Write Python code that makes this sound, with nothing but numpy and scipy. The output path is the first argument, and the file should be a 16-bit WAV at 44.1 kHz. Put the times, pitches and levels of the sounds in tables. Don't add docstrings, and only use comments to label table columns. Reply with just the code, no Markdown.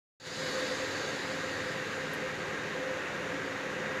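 import sys
import numpy as np
from scipy import signal
from scipy.fft import rfft, irfft
from scipy.io import wavfile
from scipy.ndimage import uniform_filter1d

SR = 44100
rng = np.random.default_rng(int(sys.argv[2]) if len(sys.argv) > 2 else 0)


def unload_audio(sound):
    columns = np.transpose(np.atleast_2d(sound))
    steps = np.round(np.clip(columns, -1, 1) * 32767)
    wavfile.write(sys.argv[1], SR, steps.astype(np.int16))


N = 176400
T = np.arange(N) / SR
HZ = np.fft.rfftfreq(N, 1 / SR)


def amp(db):
    return 10 ** (np.asarray(db) / 20)


def unit(x):
    return x / np.sqrt(np.mean(x ** 2) + 1e-20)


def colour(points):
    hz, db = np.transpose(points)
    return amp(np.interp(np.log(HZ + 1), np.log(hz + 1), db))


def noise(gain):
    return unit(irfft(rfft(rng.standard_normal(N)) * gain, N))


def wander(rate_hz):
    return noise((HZ > 0) / (1 + (HZ / rate_hz) ** 4))


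def resonance(hz, width):
    return 1 / (1 + (1.6 * (HZ - hz) / width) ** 2) / np.sqrt(width)


def rotation(cycle_hz, drift=0.0015):
    return np.cumsum(cycle_hz * (1 + drift * wander(rate_hz=1.17))) / SR


# multiple of the cycle rate, relative level in dB.
ENGINE_HARMONICS = [(4, -69), (5, -61.5), (6, -59.5), (7, -63), (8, -57.5), (9, -59.5), (11, -60),
                    (12, -66.5), (13, -67.5), (14, -55.5), (15, -57.5), (16, -63), (17, -60.5), (18, -66.5),
                    (19, -59.5), (20, -62), (21, -61.5), (25, -62), (27, -56.5), (29, -67), (30, -64),
                    (31, -70), (35, -65)]
# multiple of the cycle rate, relative level in dB.
COMPRESSOR_HARMONICS = [(5, -73), (6, -67), (7, -69.5), (9, -62), (10, -61), (11, -58.5), (13, -57.5),
                        (14, -58), (16, -68), (18, -55), (19, -67), (21, -61.5), (23, -63), (24, -64),
                        (25, -62), (26, -59.5), (27, -58), (28, -61), (29, -65), (30, -65), (31, -58),
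                        (32, -55), (33, -50), (34, -59.5), (35, -56.5), (36, -65), (37, -64.5)]

def drone(turns, harmonics, waver=0.54):
    hum = np.zeros(N)
    for multiple, db in harmonics:
        strength = amp(db) * (1 + waver * wander(rate_hz=2.54))
        hum += strength * np.cos(2 * np.pi * (multiple * turns + rng.random()))
    return unit(hum)


def clatter(turns, per_cycle=4, decay_s=0.0042, spread_db=0.5):
    strokes = turns * per_cycle
    stroke_hz = strokes[-1] / T[-1]
    strengths = amp(spread_db * rng.standard_normal(per_cycle))
    age = (strokes % 1) / stroke_hz
    bursts = strengths[strokes.astype(int) % per_cycle] * np.exp(-age / decay_s)
    return bursts / bursts.mean()


# frequency in Hz, relative level in dB.
ROAR_COLOUR = [(10, -20), (22, -20), (42, -15), (62, -16), (90, -8.5), (130, -5.5), (200, -7.5), (400, 0),
               (480, 1), (630, -4), (950, -4), (1400, -1.5), (1850, 0.5), (2270, -5.5), (2780, -7),
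               (3190, -12.5), (3750, -13.5), (5200, -21), (5900, -18.5), (7010, -21), (7920, -30),
               (9400, -34.5), (11700, -34.5), (13200, -41.5), (15400, -46)]
# centre in Hz, width in Hz, level in dB.
CASING_MODES = [(282, 26, -57.5), (1043, 10, -65), (1611, 62, -49), (1864, 24, -52), (1960, 170, -52.5),
                (2114, 27, -62), (2256, 11, -61), (3720, 130, -61), (6800, 840, -64)]

def roar(engine_turns, compressor_turns, air_db=-38.3, patch_db=0.7, clatter_share=0.14):
    spectrum = signal.stft(noise(colour(ROAR_COLOUR)), nperseg=512)[2]
    patches = uniform_filter1d(rng.standard_normal(spectrum.shape), size=7, axis=0)
    patches = unit(uniform_filter1d(patches, size=8, axis=1))
    air = unit(signal.istft(spectrum * amp(patch_db * patches), nperseg=512)[1][:N])
    casings = sum(amp(db) * noise(resonance(hz, width)) for hz, width, db in CASING_MODES)
    bursts = (clatter(engine_turns) + clatter(compressor_turns)) / 2
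    pulsing = uniform_filter1d(np.sqrt(1 - clatter_share + clatter_share * bursts), size=40)
    return (amp(air_db) * air + casings) * pulsing


# time in seconds, level in dB.
INTAKE_SWELLS = [(.3, -46), (.6, -39.5), (1, -43), (1.5, -50.5), (2.1, -45.5), (2.6, -50.5), (2.95, -43),
                 (3.3, -46.5), (4, -46)]

def intake(even_out_s=0.46):
    note = noise(resonance(hz=517.7, width=22.6))
    running_rms = np.sqrt(uniform_filter1d(note ** 2, size=int(even_out_s * SR)))
    times, db = np.transpose(INTAKE_SWELLS)
    return amp(np.interp(T, times, db)) * note / running_rms


# frequency in Hz, relative level in dB.
TANK_MODES = [(2972, -62.5), (3042, -65.5), (3386, -60.5), (3644, -61.5), (3714, -63), (3887, -57.5),
              (4107, -64), (4188, -69), (4436, -60), (4484, -61), (4527, -62), (4565, -59), (4657, -67),
              (4710, -68), (4915, -62), (5033, -59), (5216, -75), (5642, -70), (5825, -69), (6417, -60.5),
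              (6681, -65.5), (6842, -66), (6918, -68.5), (7208, -65), (7284, -66), (7725, -73)]
# centre in Hz, width in Hz, relative level in dB.
TANK_CLUSTERS = [(7750, 50, -75), (8230, 40, -78), (10100, 90, -73), (10350, 120, -79), (11320, 380, -74),
                 (12400, 100, -82), (12620, 130, -75), (12820, 90, -78), (14400, 280, -78),
                 (15060, 130, -83)]
# frequency in Hz, relative level in dB.
HISS_COLOUR = [(1500, -18), (3100, -10), (3800, 3), (4600, -0.5), (5400, -7), (6100, -9), (6900, -2.5),
               (7500, -12), (8600, -17), (10100, -21), (11000, -32), (15500, -40)]
# time in seconds, gain in dB on ring and hiss,
# gain in dB on clusters and sizzle.
INFLOW_DECAY = [(.2, 3, 4), (.33, 3, -2), (.45, 0.5, 1), (.7, -1, -2.5), (1.05, -3, -6), (1.7, -7, -6),
                (2.4, -13, -15), (4, -25, -25)]

def tank_filling(ring_db=-45.5, hiss_db=-45, sizzle_db=-71.5, ripple_db=6):
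    mode_power = sum((amp(db) * resonance(hz, width=17)) ** 2 for hz, db in TANK_MODES)
    ring = amp(ring_db) * noise(np.sqrt(mode_power))
    clusters = sum(amp(db) * noise(resonance(hz, width)) for hz, width, db in TANK_CLUSTERS)
    ripple = uniform_filter1d(rng.standard_normal(len(HZ)), size=110)
    ripple = unit(uniform_filter1d(ripple, size=70))
    fine_modes = amp(ripple_db * np.tanh(ripple))
    hiss = amp(hiss_db) * noise(colour(HISS_COLOUR) * fine_modes)
    sizzle = amp(sizzle_db) * noise(resonance(hz=11900, width=3000) * fine_modes)
    times, body_db, top_db = np.transpose(INFLOW_DECAY)
    body = amp(np.interp(T, times, body_db)) * (ring + hiss)
    top = amp(np.interp(T, times, top_db)) * (clusters + sizzle)
    return body + top


# frequency in Hz, relative level in dB.
GRIT_COLOUR = [(3000, -24), (8000, -14), (11300, 1), (13000, -5), (15500, -8)]

def shoe_scuff(start_s=2.132, level_db=-49, rise_s=0.0033, decay_s=0.011):
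    age = np.maximum(T - start_s, 0)
    attack = np.minimum(age / rise_s, 1)
    decay = np.exp(-np.maximum(age - rise_s, 0) / decay_s)
    return amp(level_db) * attack * decay * noise(colour(GRIT_COLOUR))


def scene():
    engine_turns = rotation(cycle_hz=19.46)
    compressor_turns = rotation(cycle_hz=15.736)
    engine = amp(-47.5) * drone(engine_turns, ENGINE_HARMONICS)
    compressor = amp(-44) * drone(compressor_turns, COMPRESSOR_HARMONICS)
    machines = engine + compressor + roar(engine_turns, compressor_turns) + intake()
    return (machines + tank_filling() + shoe_scuff())[None]


# time in seconds, gain in dB.
FADE_IN = [(0.197, -81), (0.2, -19), (.245, -11.5), (.27, -5.5), (.31, -6.5), (.4, -2), (.48, 0),
           (.62, 0.5), (1.1, 0), (4, 0)]

def record(dry, cutoff_hz=15520):
    times, db = np.transpose(FADE_IN)
    faded = dry * amp(np.interp(T, times, db)) * (T > times[0])
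    lowpass = signal.firwin(801, cutoff_hz, window=("kaiser", 9), fs=SR)
    return signal.oaconvolve(faded, lowpass[None], "same")


dry = scene()
out = record(dry)
unload_audio(out)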